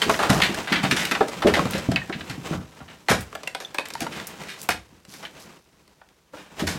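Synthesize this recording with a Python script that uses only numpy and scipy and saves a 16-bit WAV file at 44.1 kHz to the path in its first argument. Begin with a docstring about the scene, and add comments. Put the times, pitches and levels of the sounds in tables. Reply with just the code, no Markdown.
"""Prying off plaster and lath

Old plaster and wooden lath come off a wall in a gutted house. Slabs snap and crumble in runs of
small cracks; the steel bar, falling strips and a loose nail ring in damped modes. Boots thud on
hollow floorboards and stir the rubble. Chips tick close by; the bare rooms ring briefly."""
import sys
import numpy as np
from scipy import signal
from scipy.fft import rfft, irfft
from scipy.io import wavfile
from scipy.ndimage import uniform_filter1d

SR = 44100
rng = np.random.default_rng(int(sys.argv[2]) if len(sys.argv) > 2 else 0)


def put_to_file(sound):
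    """Save the sound as 16-bit audio at rate SR, in the file named by the first command-line argument."""
    columns = np.atleast_2d(sound).T  # one column per channel
    safe = np.clip(columns, -1, 1)
    whole_steps = np.round(safe * 32767)
    wavfile.write(sys.argv[1], SR, whole_steps.astype(np.int16))


N = 298998


def from_db(db):
    return 10 ** (np.asarray(db) / 20)


def unit_rms(x):
    return x / np.sqrt(np.mean(x ** 2) + 1e-20)


def seconds(length_s):
    return np.arange(int(length_s * SR)) / SR


def decay(t, t60_s):
    return np.exp(-np.log(1000) * t / np.maximum(t60_s, 1e-3))


def at_hz(points, hz):
    """Interpolate a table over log frequency."""
    known_hz, values = np.transpose(points)
    return np.interp(np.log(np.maximum(hz, 1)), np.log(known_hz), values)


def coloured(x, spectrum):
    """Apply a gain curve; rms 1."""
    gain = from_db(at_hz(spectrum, np.fft.rfftfreq(N, 1 / SR)))
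    return unit_rms(irfft(rfft(x) * gain, N))


def band(x, low_hz, high_hz, order=3):
    sos = signal.butter(order, [low_hz, high_hz], "band", fs=SR, output="sos")
    return signal.sosfilt(sos, x + 1e-18)


def add(out, start_s, sound):
    at = int(start_s * SR)
    out[at:at + len(sound)] += sound[:N - at]


def at_onset_level(level_db, sound, t60_s, onset_s):
    """Scale a decaying sound to about level_db rms over its first onset_s."""
    energy_share = 1 - decay(onset_s, t60_s) ** 2
    unit_energy = sound / (np.linalg.norm(sound) + 1e-9)
    return from_db(level_db) * unit_energy * np.sqrt(onset_s * SR / energy_share)


def grains(samples, per_s, spread_db):
    """Random clicks of either sign, sizes spread exponentially in dB."""
    birth, size, sign = rng.random((3, samples))
    size_db = spread_db * np.minimum(-np.log(1 - size), 4)
    return (birth < per_s / SR) * from_db(size_db) * np.sign(sign - .5)


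def fragment(ring_s, ring_db, count=64):
    """An irregular piece: sharp contact, then damped modes, the high ones dying first."""
    t = seconds(.03)
    detune, sign = rng.random((2, count, 1)) - .5
    hz = np.geomspace(280, 14000, count)[:, None] * 2 ** (detune / 10)
    strength = np.sign(sign) * hz / np.hypot(hz, 3000)   # brief contact drives low modes weakly
    t60_s = ring_s * np.sqrt(1000 / hz)
    modes = (strength * np.sin(2 * np.pi * hz * t) * decay(t, t60_s)).sum(axis=0)
    response = from_db(ring_db) * modes / np.linalg.norm(modes)
    response[0] += 1
    return response


def struck(modes, blows, uneven_db):
    """Each blow rings the same modes at random strengths."""
    out, t = np.zeros(N), seconds(.7)
    rings = np.array([from_db(db) * np.sin(2 * np.pi * hz * t) * decay(t, t60_s)
                      for hz, db, t60_s in modes])
    for start_s, level_db in blows:
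        strengths = from_db(level_db + uneven_db * rng.standard_normal(len(modes)))
        signs = rng.choice([-1, 1], len(modes))
        add(out, start_s, (strengths * signs) @ rings)
    return out


def swell_power(swells):
    """Power of brief movements that rise fast and ebb slowly."""
    t = np.arange(N) / SR
    return sum((from_db(level_db) * np.interp((t - start_s) / length_s, [0, .2, 1], [0, 1, 0])) ** 2
               for start_s, level_db, length_s in swells)


def trickle(spectrum, per_s, spread_db, ring_s, dust_db, shapes=10):
    """Pieces tumble at random over a hiss of sliding dust; rms 1."""
    pieces = np.zeros(N)
    for _ in range(shapes):
        contacts = grains(N, per_s / shapes, spread_db)
        pieces += signal.oaconvolve(contacts, fragment(ring_s, ring_db=4))[:N]
    dust = from_db(dust_db) * rng.standard_normal(N)
    return coloured(unit_rms(pieces) + dust, spectrum)


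# background spectrum: freq_hz, gain_db
AIR_SPECTRUM = [(20, -19.5), (50, 0.5), (180, -10.5), (400, -13), (1000, -16.5), (4000, -21.5),
                (16000, -32.5)]


def room_air():
    """Faint, steady, bass-heavy noise."""
    return coloured(rng.standard_normal(N), AIR_SPECTRUM)


# loose rubble on the move: time_s, level_db
SETTLING = [(0.0, -28), (0.32, -30), (0.51, -32.5), (0.7, -34), (0.91, -29), (1.4, -36), (1.64, -28),
            (2.02, -42), (2.45, -40), (2.62, -49), (3.87, -48), (3.98, -40.5), (4.63, -43.5), (4.87, -54.5),
            (5.38, -65.5), (5.65, -59.5), (6.34, -65.5), (6.78, -35)]
# shuffling boots: start_s, level_db, length_s
BOOT_SCUFFS = [(2.429, -36.5, .24), (4.08, -37, 0.2), (4.372, -40.5, 0.18), (5.074, -44.5, 0.42),
               (5.317, -44, 0.35), (6.321, -42, 0.17), (6.553, -33, 0.36)]


def rubble_motion_db(scuff_boost_db=0, usual_db=-40):
    """Slow settling plus a swell per boot scuff, relative to the usual motion."""
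    settling_db = np.interp(np.arange(N) / SR, *np.transpose(SETTLING))
    power = from_db(settling_db) ** 2 + from_db(scuff_boost_db) ** 2 * swell_power(BOOT_SCUFFS)
    return 10 * np.log10(power) - usual_db


# spectra of coarse lumps, fine grit and floor rumble: freq_hz, gain_db
LUMP_SPECTRUM = [(120, -21), (400, -4.5), (800, 2.5), (1500, -3), (2800, -4), (4500, -10.5), (8000, -12),
                 (16000, -48.5)]
GRIT_SPECTRUM = [(1500, -31), (3500, -7.5), (5500, -0.5), (8000, -9), (11000, -8), (16000, -18.5)]
RUMBLE_SPECTRUM = [(20, -44.5), (40, -12), (65, 0.5), (100, -4), (170, 8.5), (250, 2), (350, 2), (500, 1),
                   (1000, -27.5)]
# fine plaster pouring close by: start_s, level_db, length_s
PLASTER_SHOWERS = [(.09, -34.5, 0.15), (.3, -32, 0.15), (.97, -37, 0.19), (1.5, -46, 0.19),
                   (1.7, -43, 0.078), (4.58, -43.5, 0.083), (5.07, -47, 0.24), (5.39, -46, .09)]


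def shifting_rubble(surge_db=2.5, surge_s=.027):
    """One motion tumbles lumps, trickles grit and rumbles the floor; showers add more grit."""
    width = int(surge_s * SR)
    surges = unit_rms(uniform_filter1d(uniform_filter1d(rng.standard_normal(N), width), width))
    motion_db = rubble_motion_db() + surge_db * surges
    lumps = trickle(LUMP_SPECTRUM, per_s=500, spread_db=.5, ring_s=.085, dust_db=-7)
    grit = trickle(GRIT_SPECTRUM, per_s=370, spread_db=3, ring_s=.009, dust_db=0)
    grit_db = -56 + .72 * rubble_motion_db(scuff_boost_db=2)   # boots crush extra grit
    grit_gain = np.sqrt(from_db(grit_db) ** 2 + swell_power(PLASTER_SHOWERS))
    rumble = coloured(rng.standard_normal(N), RUMBLE_SPECTRUM)
    return from_db(-44 + motion_db) * lumps + grit_gain * grit + from_db(-45.5 + .9 * motion_db) * rumble


# body, knock, crack and grit bands: low_hz, high_hz
FRACTURE_BANDS = [(250, 650), (650, 1500), (1500, 4200), (4200, 13000)]


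def band_levels_db(level_db, register_oct, focus_db_per_oct):
    """A piece is loudest in the band nearest its register, counted up from the knock band."""
    centres_oct = np.log2(FRACTURE_BANDS).mean(axis=1)
    distance_oct = np.abs(centres_oct - centres_oct[1] - register_oct)
    return level_db - focus_db_per_oct * (distance_oct - distance_oct.min())


def fractures(pieces, cracks_per_s, spread_db, snap_db, ring_s, ring_db, dull_hz, linger=1, splinters=3):
    """Each piece gives way with one snap and a dying run of cracks shared among its splinters."""
    out, t = np.zeros(N), seconds(.25)
    pole = np.exp(-2 * np.pi * dull_hz / SR)   # soft material dulls each contact
    for start_s, level_db, register_oct, focus_db_per_oct, crumble_s in pieces:
        t60_s = linger * crumble_s
        runs = np.array([grains(len(t), cracks_per_s / splinters, spread_db) for _ in range(splinters)])
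        runs *= decay(t, t60_s)
        runs /= np.linalg.norm(runs) + 1e-9
        runs[0, 0] += from_db(snap_db) * decay(crumble_s, .98)   # slower crumbling, weaker snap
        cracks = sum(signal.fftconvolve(run, fragment(ring_s, ring_db))[:len(t)] for run in runs)
        dulled = signal.lfilter([1], [1, -pole], cracks)
        levels_db = band_levels_db(level_db, register_oct, focus_db_per_oct)
        for band_db, edges_hz in zip(levels_db, FRACTURE_BANDS):
            add(out, start_s, at_onset_level(band_db, band(dulled, *edges_hz), t60_s, onset_s=.02))
    return out


# plaster and lath breaking or landing: start_s, level_db, register_oct, focus_db_per_oct, crumble_s
WALL_BREAKS = [(.017, -20.5, 1.1, 5, 0.076), (.095, -17, -0.27, 5, 0.055), (.14, -27.5, 1.4, 18, 0.038),
               (.19, -21, 0.073, 5.5, 0.32), (.228, -22, 0.09, 4.5, 0.069), (.294, -19.5, .1, 4, 0.1),
               (.301, -23, 2, 12, 0.016), (.322, -25, -0.25, 4.5, 0.48), (.401, -25, 0.55, 9, 0.032),
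               (.418, -15.5, 1.89, 28, 0.043), (.434, -20, 1.73, 14, 0.15), (.673, -28.5, 0.83, 10.5, 0.14),
               (.722, -18, 1.09, 9, 0.13), (.755, -23.5, 0.84, 18, 0.14), (.832, -23.5, 0.55, 6, .079),
               (.851, -29.5, 1.1, 11, 0.055), (.911, -17, 1.77, 13.5, 0.066), (.964, -23, 1.62, 6, 0.13),
               (.995, -25, 1.5, 10.5, 0.26), (1.112, -20.5, 1.02, 6.5, 0.06), (1.15, -25.5, 0.74, 10, 0.04),
               (1.207, -15, -0.82, 9.5, 0.032), (1.283, -36.5, -2, 0.5, 0.049),
               (1.421, -23.5, 0.36, 7.5, 0.064), (1.452, -15, -1.5, 16, 0.077),
               (1.468, -18, -1.42, 4, 0.13), (1.471, -23, 1.58, 13, 0.093), (1.538, -19, 0.93, 8, 0.085),
               (1.568, -22.5, -0.86, 5.5, 0.12), (1.654, -28, -0.85, 4.5, 0.015),
               (1.733, -28.5, 1.67, 11, 0.18), (1.75, -27, -1.5, 12, 0.047), (1.78, -36.5, 0, 0.5, 0.059),
               (1.96, -27, 0.87, 11, 0.066), (2.096, -29, -1, 6.5, 0.016), (2.126, -30, 0.98, 22, 0.075),
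               (2.208, -36, 1.4, 19, 0.032), (2.296, -33.5, 1.4, 4.5, 0.093), (2.52, -34, -0.5, 9, 0.22),
               (2.803, -42.5, 0.41, 17, 0.061), (2.88, -45.5, 0.82, 21, 0.19),
               (3.085, -19, 0.49, 7.5, 0.034), (3.094, -21.5, 1.35, 2.5, 0.18),
               (3.112, -19, -0.54, 3, 0.064), (4.018, -34.5, -0.13, 0.5, 0.079), (4.12, -38, 1.4, 7, 0.57),
               (4.485, -34.5, 1.95, 22, .2), (4.689, -19.5, 0.53, 7, 0.011), (4.703, -26, 1.8, 7, 0.11),
               (5.138, -46, 1.5, 5, 0.097), (5.228, -39, 0.51, 6, 0.069), (5.252, -39, 1.6, 13, .053),
               (6.335, -39.5, -0.77, 10.5, 0.09), (6.365, -46, .8, 6, 0.3),
               (6.595, -31.5, 1.45, 3.5, 0.092), (6.626, -33, -1.4, 9, 0.039),
               (6.669, -27, 1.85, 3.5, 0.19)]


def breaking_wall():
    """Plaster crunches broadly (low focus); wood cracks in a narrow range (high focus)."""
    return fractures(WALL_BREAKS, cracks_per_s=2400, spread_db=3, snap_db=-3,
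                     ring_s=.048, ring_db=6.5, dull_hz=1620, linger=1.4)


# steel bar modes: freq_hz, level_db, t60_s
PRY_BAR_MODES = [(1820, -12.5, 0.22), (2120, -5.5, .22), (2550, -2.5, 0.35), (2780, -4, 0.28),
                 (3006, -4.5, 0.12), (3160, 0, .2), (3095, -2, 0.35), (3505, -2.5, 0.15), (3420, -4.5, .3),
                 (3975, -3, .24), (4070, -7, 0.14), (4220, 0.5, 0.24), (6100, -10.5, 0.28),
                 (7935, -15.5, .2)]
# blows on the bar: start_s, level_db
PRY_BAR_BLOWS = [(.018, -35), (0.421, -27.5), (.724, -40)]


def pry_bar():
    """Struck steel clangs in a cluster of high modes."""
    return struck(PRY_BAR_MODES, PRY_BAR_BLOWS, uneven_db=1.5)


# loose wood knocking: start_s, level_db, pitch_hz
WOOD_CLACKS = [(0.019, -13, 3120), (0.096, -14, 1100), (1.208, -13.5, 782), (1.209, -24, 1130),
               (1.451, -14, 344), (1.468, -10.5, 592), (1.539, -21, 2000), (1.593, -14, 1096),
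               (1.889, -24, 657), (2.018, -26, 1845), (3.474, -22.5, 2740), (3.549, -28, 980),
               (3.788, -27.5, 550), (3.954, -24.5, 920), (4.066, -25.5, 920), (4.69, -21.5, 742),
               (5.252, -30, 3050), (6.627, -20.5, 360)]


def clacking_strips():
    """A loose strip sounds one bending mode; the higher, the sooner it dies."""
    out, t = np.zeros(N), seconds(.2)
    for start_s, level_db, pitch_hz in WOOD_CLACKS:
        t60_s = .048 * (1000 / pitch_hz) ** .22
        add(out, start_s, from_db(level_db) * np.sin(2 * np.pi * pitch_hz * t) * decay(t, t60_s))
    return out


# steps and heavy pieces on the floor: start_s, boards_db, pitch_hz, joists_db
FLOOR_THUDS = [(0.065, -26.5, 305, -39.5), (0.092, -25.5, 297, -54), (.298, -14.5, 202, -29),
               (0.322, -37, 211, -37), (.371, -24.5, 223, -38), (0.494, -26.5, 270, -44),
               (.718, -21, 231, -58), (0.767, -31.5, 228, -48), (.835, -21.5, 207, -47),
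               (.925, -23, 242, -55), (1.112, -27.5, 282, -67), (1.206, -25.5, 316, -60),
               (1.448, -14, 277, -33), (1.491, -31, 243, -30), (1.591, -24, 175, -57),
               (1.654, -25, 180, -45), (1.747, -26.5, 230, -36.5), (1.888, -17, 189.6, -51),
               (2.093, -28.5, 264, -53), (2.152, -32, 212, -46), (2.299, -33.5, 189, -41),
               (2.379, -34, 197, -56), (2.509, -24, 206, -51), (2.549, -29.5, 188, -36.5),
               (2.807, -42.5, 180, -48), (3.104, -21, 168, -28.5), (3.181, -43, 176, -37),
               (4.016, -29.5, 236, -62), (4.033, -38, 205, -66.5), (4.69, -36, 231, -38.5),
               (4.925, -53, 235, -55.5), (5.083, -48, 203, -72), (6.622, -25, 265.7, -32.5),
               (6.677, -33, 192, -44), (6.755, -33, 205, -45)]


def floorboards(board_t60_s=.1, joist_t60_s=.24, punch_t60_s=.056, spread_oct=.55, count=9):
    """A soft blow punches one board and rings modes round its pitch; the joists boom below."""
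    out, t = np.zeros(N), seconds(.35)
    attack = 1 - decay(t, .018)
    for start_s, boards_db, pitch_hz, joists_db in FLOOR_THUDS:
        detune = rng.random((count, 1)) - .5
        sign = rng.choice([-1, 1], (count, 1))
        offset_oct = spread_oct * (np.linspace(-1, 1, count)[:, None] + 2 * detune / count)
        modes = (sign * np.sin(2 * np.pi * pitch_hz * 2 ** offset_oct * t)).sum(axis=0)
        punch = unit_rms(np.sin(2 * np.pi * pitch_hz * t) * decay(t, punch_t60_s))
        boards = unit_rms(modes * attack * decay(t, board_t60_s)) + from_db(-4) * punch
        joists = band(rng.standard_normal(len(t)) * decay(t, joist_t60_s), 61, 110)
        add(out, start_s, at_onset_level(boards_db, boards, board_t60_s, onset_s=.04))
        add(out, start_s, at_onset_level(joists_db, joists, joist_t60_s, onset_s=.04))
    return out


# hard grains hitting close by: start_s, level_db, t60_s
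GRAIN_TICKS = [(.302, -26, .012), (.911, -24, .015), (1.053, -7.5, 0.024), (1.709, -2.5, 0.024),
               (2.297, -33, .02), (3.094, -15, .016), (3.207, -12, 0.081), (3.349, -25, .012),
               (3.432, -35, .014), (3.474, -29, .011), (3.745, -8, 0.0095), (3.886, -9, 0.011),
               (3.937, -29, .008), (4.005, -9, .02), (4.27, -6, 0.051), (4.616, -8, 0.024),
               (4.629, -10.5, 0.08), (4.689, 1, 0.046), (5.139, -17, .016), (6.67, -22, .03)]


def ticking_grains(fizz_db=-12.5):
    """A hard grain gives one bright click and shatters in a brief fizz."""
    out, t = np.zeros(N), seconds(.08)
    for start_s, level_db, t60_s in GRAIN_TICKS:
        tick = from_db(fizz_db) * rng.standard_normal(len(t)) * decay(t, t60_s)
        tick[0] = 1
        add(out, start_s, from_db(level_db) * tick)
    return band(out, 4500, 14000, order=1)


# chips snapping close by: start_s, level_db, register_oct, focus_db_per_oct, crumble_s
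CHIP_SNAPS = [(.544, -31.5, 1.7, 4.5, 0.043), (1.051, -25.5, 1.9, 12, 0.019), (1.592, -21, -0.04, 7, 0.016),
              (1.915, -28, -1.5, 2, 0.037), (3.328, -40.5, 0, 5, 0.012), (3.351, -33, 0.24, 4, .025),
              (3.432, -40.5, .3, 1.5, 0.05), (3.474, -32, 1.4, 4, 0.022), (3.548, -30.5, 0.7, 5, 0.023),
              (3.601, -38, 1, 1.5, 0.18), (3.745, -33.5, 0.5, 4, 0.058), (3.784, -25, 0.8, 7.5, 0.013),
              (3.793, -31, 0.1, 4.5, 0.075), (3.855, -37, 1.8, 8, 0.047), (3.903, -38, 1.5, 4, 0.031),
              (3.937, -37.5, 2.4, 14, 0.019), (3.951, -38, 1.5, 5.5, 0.0066), (4.005, -32, 1.6, 2.5, 0.076),
              (4.066, -31.5, 0, 5, 0.038), (4.199, -36.5, 1.4, 10, 0.0079), (4.435, -42, 2, 23, 0.054),
              (5.05, -53.5, 2, 3.5, .015), (5.877, -60.5, 2.4, 1, .01), (6.014, -48, 0.44, 21, 0.026),
              (6.088, -60.5, 1.8, 10, .009)]


def snapping_chips():
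    """Small pieces break with sparser, brighter, shorter cracks than the wall."""
    return fractures(CHIP_SNAPS, cracks_per_s=1300, spread_db=-1, snap_db=-8.5,
                     ring_s=.016, ring_db=7, dull_hz=2165)


# dry lath modes: freq_hz, level_db, t60_s
DRY_LATH_MODES = [(1710, -13, 0.19), (2210, -3.5, 0.11), (2563, 7.5, 0.045), (3000, 8, 0.009),
                  (4560, 2, 0.012)]
# lath snaps: start_s, level_db
LATH_SNAPS = [(1.960, -18.5), (3.785, -29)]


def snapping_lath():
    """A dry strip rings briefly as it snaps."""
    return struck(DRY_LATH_MODES, LATH_SNAPS, uneven_db=1)


# nail modes: freq_hz, level_db, t60_s
LOOSE_NAIL_MODES = [(3510, -1, 0.042), (3270, -21, 0.18), (5970, -10, 0.049)]
# nail landing: start_s, level_db
NAIL_LANDING = [(3.649, -26.5)]


def falling_nail():
    """A loose nail pings once on landing."""
    return struck(LOOSE_NAIL_MODES, NAIL_LANDING, uneven_db=3)


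# decay of the bare rooms: freq_hz, t60_s
ROOM_DECAY = [(100, 0.4), (400, 0.26), (1200, 0.21), (3000, 0.21), (7000, 0.19), (15000, 0.14)]


def room_echo(x, build_s=.057):
    """Bare walls return a diffuse tail, the treble dying first."""
    t, edges_hz = seconds(.8), np.geomspace(50, 18000, 10)
    tail = np.zeros(len(t))
    for low_hz, high_hz in zip(edges_hz, edges_hz[1:]):
        t60_s = at_hz(ROOM_DECAY, np.sqrt(low_hz * high_hz))
        tail += band(rng.standard_normal(len(t)), low_hz, high_hz) * decay(t, t60_s)
    tail *= 1 - decay(t, build_s)
    return signal.fftconvolve(x, tail / np.linalg.norm(tail))[:N]


def scene():
    """Mono mix; breaks and impacts feed the echo, rubble and air stay dry."""
    wall = from_db(-.5) * breaking_wall()
    chips = from_db(-1.5) * snapping_chips() + from_db(-8) * ticking_grains()
    thuds = from_db(-2.3) * floorboards()
    metal = from_db(-3.5) * pry_bar() + falling_nail()
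    wood = snapping_lath() + from_db(3) * clacking_strips()
    echo = room_echo(from_db(-10.5) * wall + from_db(-10) * chips
                     + from_db(-9.5) * thuds + from_db(-16) * (metal + wood))
    air = from_db(-64.5) * room_air()
    return (wall + chips + thuds + metal + wood + shifting_rubble() + echo + air)[None]


def record(dry, low_cut_hz=36, high_cut_hz=16200, ceiling=.9):
    """A small microphone loses the deepest bass; peaks are rounded and the top is cut."""
    thinned = signal.sosfilt(signal.butter(2, low_cut_hz, "high", fs=SR, output="sos"), dry)
    rounded = ceiling * np.tanh(thinned / ceiling)
    return signal.sosfilt(signal.ellip(10, .2, 80, high_cut_hz, fs=SR, output="sos"), rounded)


dry = scene()
out = record(dry)
put_to_file(out)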